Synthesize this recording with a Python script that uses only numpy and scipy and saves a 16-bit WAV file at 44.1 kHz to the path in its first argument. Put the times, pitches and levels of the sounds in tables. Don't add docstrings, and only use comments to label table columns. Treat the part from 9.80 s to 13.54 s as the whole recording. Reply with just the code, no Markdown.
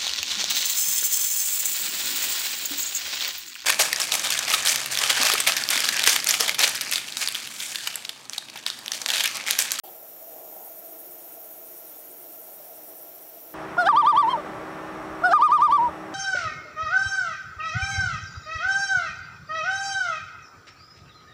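import sys
import numpy as np
from scipy import signal
from scipy.fft import rfft, irfft
from scipy.io import wavfile

SR = 44100
rng = np.random.default_rng(int(sys.argv[2]) if len(sys.argv) > 2 else 0)


def magnitude_from_level(level_db):
    exponent = np.asarray(level_db, float) / 20
    return 10 ** exponent


def transcribe(signal):
    frames = np.atleast_2d(signal).T
    limited = np.clip(frames, -1, 1)
    pcm = np.round(limited * 32767).astype(np.int16)
    wavfile.write(sys.argv[1], SR, pcm)


N = 164934
T = np.arange(N) / SR

# (time [s], level [dB])
CHORUS_LEVEL = [(.04, -42), (.3, -42), (.5, -41), (.8, -40), (1.1, -42), (1.7, -40.5), (2.3, -42),
                (2.68, -41.5), (2.8, -42), (3.3, -43), (3.74, -43.5)]
# (frequency [Hz], density [dB per Hz])
CHORUS_TONE = [(6500, -30), (8000, -22), (9900, -16), (11600, -8.5), (12650, -1.8), (13600, 0),
               (14500, -1.2), (15800, -3.5)]
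CHORUS_CLICKS_PER_S, CHORUS_SPREAD_DB, CHORUS_FLICKER_DB = 9000, 2.5, 0.47

# (start [s], length [s], throb rate [1/s])
BOUTS = [
    (.753, .93, 14.7),
    (1.811, .55, 14.5),
    (2.44, .33, 15.2),
    (2.81, .9, 15.6),
]
BOUT_LEVELS = [-48.5, -50.5, -50, -50.5]
# (frequency [Hz], density [dB per Hz])
BOUT_TONE = [(9500, -16), (11200, -5), (12600, 0), (13600, 0), (15800, -5)]
BOUT_SHARP, BOUT_CLICKS_PER_S = 1.6, 7000

# (time [s], level [dB])
CHIRPS = [(.178, -64), (.294, -60), (.415, -59), (.526, -56), (.637, -60), (.75, -53), (.862, -52),
          (.978, -53), (1.092, -52), (1.203, -53), (1.314, -53), (1.423, -53), (1.536, -51.5), (1.648, -53),
          (1.762, -52), (1.87, -51), (1.978, -52), (2.092, -51.5), (2.198, -52), (2.312, -52.5),
          (2.423, -52.5), (2.528, -53.5), (2.64, -51.5), (2.746, -51.5), (2.859, -52.5), (2.962, -52.5),
          (3.08, -51.5), (3.188, -51.5), (3.417, -57.5)]
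CHIRP_RISE_S, CHIRP_FALL_S = .019, .017
OPEN_LEAD_S, OPEN_S, OPEN_DB = .045, .005, -6
TEETH_PER_S, TEETH_SPREAD_DB = 4800, 3
WING_MODE_HZ = [7727, 7902, 8355, 8585, 9075, 9214, 9250, 9511, 10583, 10779]
# (width [Hz], level [dB])
WING_MODE_SHAPES = [(25, -2), (18, -3), (18, -3), (45, 0), (30, -1), (20, 1), (22, -1), (28, 1), (40, 2),
                    (24, 2)]
# (frequency [Hz], width [Hz], level [dB])
WING_HUMPS = [(7880, 690, -9.5), (8750, 460, -5), (9400, 780, 0.5), (10500, 3100, -4.5)]
WING_LAG_S_PER_KHZ = .005

# (time [s], level [dB])
TRILL_LEVEL = [(.1, -76.5), (.3, -71), (.55, -64), (1.5, -65), (2.72, -66), (2.82, -72), (3.2, -76),
               (3.5, -90)]
TRILL_PER_S, TRILL_SAG_PER_S2, TRILL_JITTER_S = 114.5, 1.1, .0008
TRILL_HZ, TRILL_WIDTH_HZ = 6720, 140

# (start [s], length [s], level [dB], centre [Hz], width [Hz])
TOUCHES = [
    (.0355, .015, -46, 810, 150),
    (.04, .056, -58.5, 3150, 900),
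    (.042, .045, -62, 4450, 600),
    (.058, .012, -50, 670, 150),
    (.075, .023, -49, 760, 200),
    (.72, .17, -55, 790, 160),
    (2.676, .022, -49.5, 620, 260),
    (3.387, .010, -61, 3800, 2500),
    (3.389, .03, -55, 520, 300),
]

# (time [s], level [dB], tilt toward the upper pipes [dB])
DRONE_LEVEL = [(.04, -48.5, 0), (.33, -52.5, 0), (.6, -47, 0.5), (.72, -49, 0.5), (.88, -51, 2.5),
               (.95, -51.5, -1), (1.55, -50.5, -0.5), (1.7, -51, 0), (2.1, -52.5, -0.5), (2.5, -52, -2.5),
               (2.9, -52, 0.5), (3.1, -49.5, 0.5), (3.5, -53, -0.5), (3.74, -51, -3.5)]
# (frequency [Hz], width [Hz], level [dB])
DRONE_PIPES = [(307.3, 29.4, -6.5), (356.4, 42.4, -5.5), (459.6, 34, -3), (642, 85, 2), (773, 119, -8.5),
               (538, 337, -13)]
DRONE_WANDER_DB, TILT_PIVOT_HZ = 1.5, 580

# (frequency [Hz], width [Hz], level [dB], wander
# [dB])
FAR_BANDS = [(5650, 600, -64.5, 1.0), (7160, 470, -69, 0.5), (1362, 70, -69, 1.5)]
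# (time [s], level [dB])
FAR_REST = [
    (.8, 2),
    (.95, -6),
    (2.9, -1),
    (3.3, -1),
]

# (frequency [Hz], density [dB per Hz])
AIR_TONE = [(25, -26.5), (150, -1.5), (330, 1.5), (900, -1.5), (1600, -3.5), (3000, -6), (5000, -9),
            (9000, -6)]
AIR_DB = -53.5

START_S, CUTOFF_HZ = .0352, 15765


def rms_one(x):
    return x / np.sqrt(np.mean(x ** 2) + 1e-20)


def curve_gain(rows):
    return magnitude_from_level(np.interp(T, *np.transpose(rows)))


def drift(rate):
    r = np.exp(-80 * np.pi * rate / SR)
    noise = rng.standard_normal(N // 40 + 2002)
    slow = signal.lfilter([1], [1, -2 * r, r * r], noise)[2000:]
    return np.interp(np.arange(N) / 40, np.arange(len(slow)), rms_one(slow))


def colour(x, tone):
    hz, db = np.transpose(tone)
    f = np.fft.rfftfreq(N, 1 / SR) + 1
    edge_db = -40 * np.maximum(np.log2(hz[0] / f), 0)
    gain = magnitude_from_level(np.interp(np.log(f), np.log(hz), db) + edge_db)
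    return rms_one(irfft(rfft(x) * gain, N))


def resonate(x, hz, width_hz):
    r = np.exp(-np.pi * width_hz / SR)
    top = np.array([1, 0, -1]) * (1 - r * r) / 2
    return signal.lfilter(top, [1, -2 * r * np.cos(2 * np.pi * hz / SR), r * r], x)


def resonate_twice(x, hz, width_hz):
    return resonate(resonate(x, hz, width_hz), hz, width_hz)


def clicks(per_s, spread_db):
    size = magnitude_from_level(spread_db * np.minimum(rng.exponential(1, N), 5)) * rng.choice([-1, 1], N)
    return size * (rng.random(N) < per_s / SR)


def chorus():
    flicker = magnitude_from_level(CHORUS_FLICKER_DB * (drift(20) + .6 * drift(5) + .7 * drift(90)))
    strokes = clicks(CHORUS_CLICKS_PER_S, CHORUS_SPREAD_DB) * flicker
    return curve_gain(CHORUS_LEVEL) * colour(strokes, CHORUS_TONE)


def near_singer():
    shape = 0
    for (s, length, rate), db in zip(BOUTS, BOUT_LEVELS):
        swell = np.sqrt(np.sin(np.pi * np.clip((T - s) / length, 0, 1)).clip(0))
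        throb = 2 * np.abs(np.sin(np.pi * rate * (T - s))) ** (2 * BOUT_SHARP)
        shape = shape + magnitude_from_level(db) * swell * throb
    return shape * magnitude_from_level(1.2 * drift(6)) * colour(clicks(BOUT_CLICKS_PER_S, 2.5), BOUT_TONE)


def bush_cricket():
    shape = 0
    for s, db in CHIRPS:
        closing_s = np.where(T < s, CHIRP_RISE_S, CHIRP_FALL_S)
        closing = np.exp(-.5 * ((T - s) / closing_s) ** 2)
        opening = magnitude_from_level(OPEN_DB) * np.exp(-.5 * ((T - s + OPEN_LEAD_S) / OPEN_S) ** 2)
        shape = shape + magnitude_from_level(db) * (closing + opening)

    teeth = clicks(TEETH_PER_S, TEETH_SPREAD_DB)
    modes = [(hz, w, db) for hz, (w, db) in zip(WING_MODE_HZ, WING_MODE_SHAPES)]
    song, plain = 0, 0
    for k, (hz, w, db) in enumerate(modes + WING_HUMPS):
        ring = (-1) ** k * magnitude_from_level(db) * resonate(teeth, hz, w)
        lag = WING_LAG_S_PER_KHZ * (min(hz, 9800) - 8700) / 1000
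        song = song + np.interp(T - lag, T, shape) * ring
        plain = plain + ring
    return song / np.std(plain)


def trill():
    late = T + TRILL_JITTER_S * drift(8.8)
    turns = np.maximum.accumulate(TRILL_PER_S * late - .5 * TRILL_SAG_PER_S2 * late ** 2)
    struck = np.diff(np.floor(turns), prepend=0) > 0
    strokes = struck * magnitude_from_level(1.2 * rng.standard_normal(N)) + 1e-18
    ring = rms_one(resonate_twice(strokes, TRILL_HZ, TRILL_WIDTH_HZ))
    return curve_gain(TRILL_LEVEL) * magnitude_from_level(1.1 * drift(13)) * ring


def touches():
    out = 0
    for s, length, db, hz, w in TOUCHES:
        edge = np.clip(np.minimum(T - s, s + length - T) / .004, 0, 1)
        burst = edge * resonate_twice(rng.standard_normal(N), hz, w)
        out = out + magnitude_from_level(db) * burst * np.sqrt(np.sum(edge ** 2) / np.sum(burst ** 2))
    return out


def drone():
    s, level_db, tilt_db = np.transpose(DRONE_LEVEL)
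    tilt_db = np.interp(T, s, tilt_db)
    out = 0
    for hz, w, db in DRONE_PIPES:
        pipe_tilt_db = tilt_db * 2 * np.log2(hz / TILT_PIVOT_HZ)
        gain = magnitude_from_level(db + DRONE_WANDER_DB * drift(2.5) + pipe_tilt_db)
        out = out + gain * resonate_twice(rng.standard_normal(N), hz, 1.25 * w)
    return rms_one(out) * magnitude_from_level(np.interp(T, s, level_db))


def far_bands():
    out = 0
    for (hz, w, db, wander_db), rest in zip(FAR_BANDS, [1, curve_gain(FAR_REST), 1]):
        sos = signal.butter(2, [hz - w / 2, hz + w / 2], "band", fs=SR, output="sos")
        band = rms_one(signal.sosfilt(sos, rng.standard_normal(N)))
        wander = wander_db * (drift(3.4) + 0.39 * drift(15))
        out = out + rest * magnitude_from_level(db + wander) * band
    return out


def air():
    return magnitude_from_level(AIR_DB + .5 * drift(12)) * colour(rng.standard_normal(N), AIR_TONE)


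def scene():
    insects = chorus() + near_singer() + bush_cricket() + trill()
    mono = insects + touches() + drone() + far_bands() + air()
    return np.array([mono, mono])


def band_limit(x):
    return signal.sosfilt(signal.butter(12, 16710, fs=SR, output="sos"), x)


def record(dry):
    opening = np.clip((T - START_S) / .0012, 0, 1)
    top_cut = np.clip((CUTOFF_HZ - np.fft.rfftfreq(N, 1 / SR)) / 30, 0, 1)
    mix = irfft(rfft(dry * opening) * top_cut, N)
    return band_limit(mix)


dry = scene()
out = record(dry)
transcribe(out)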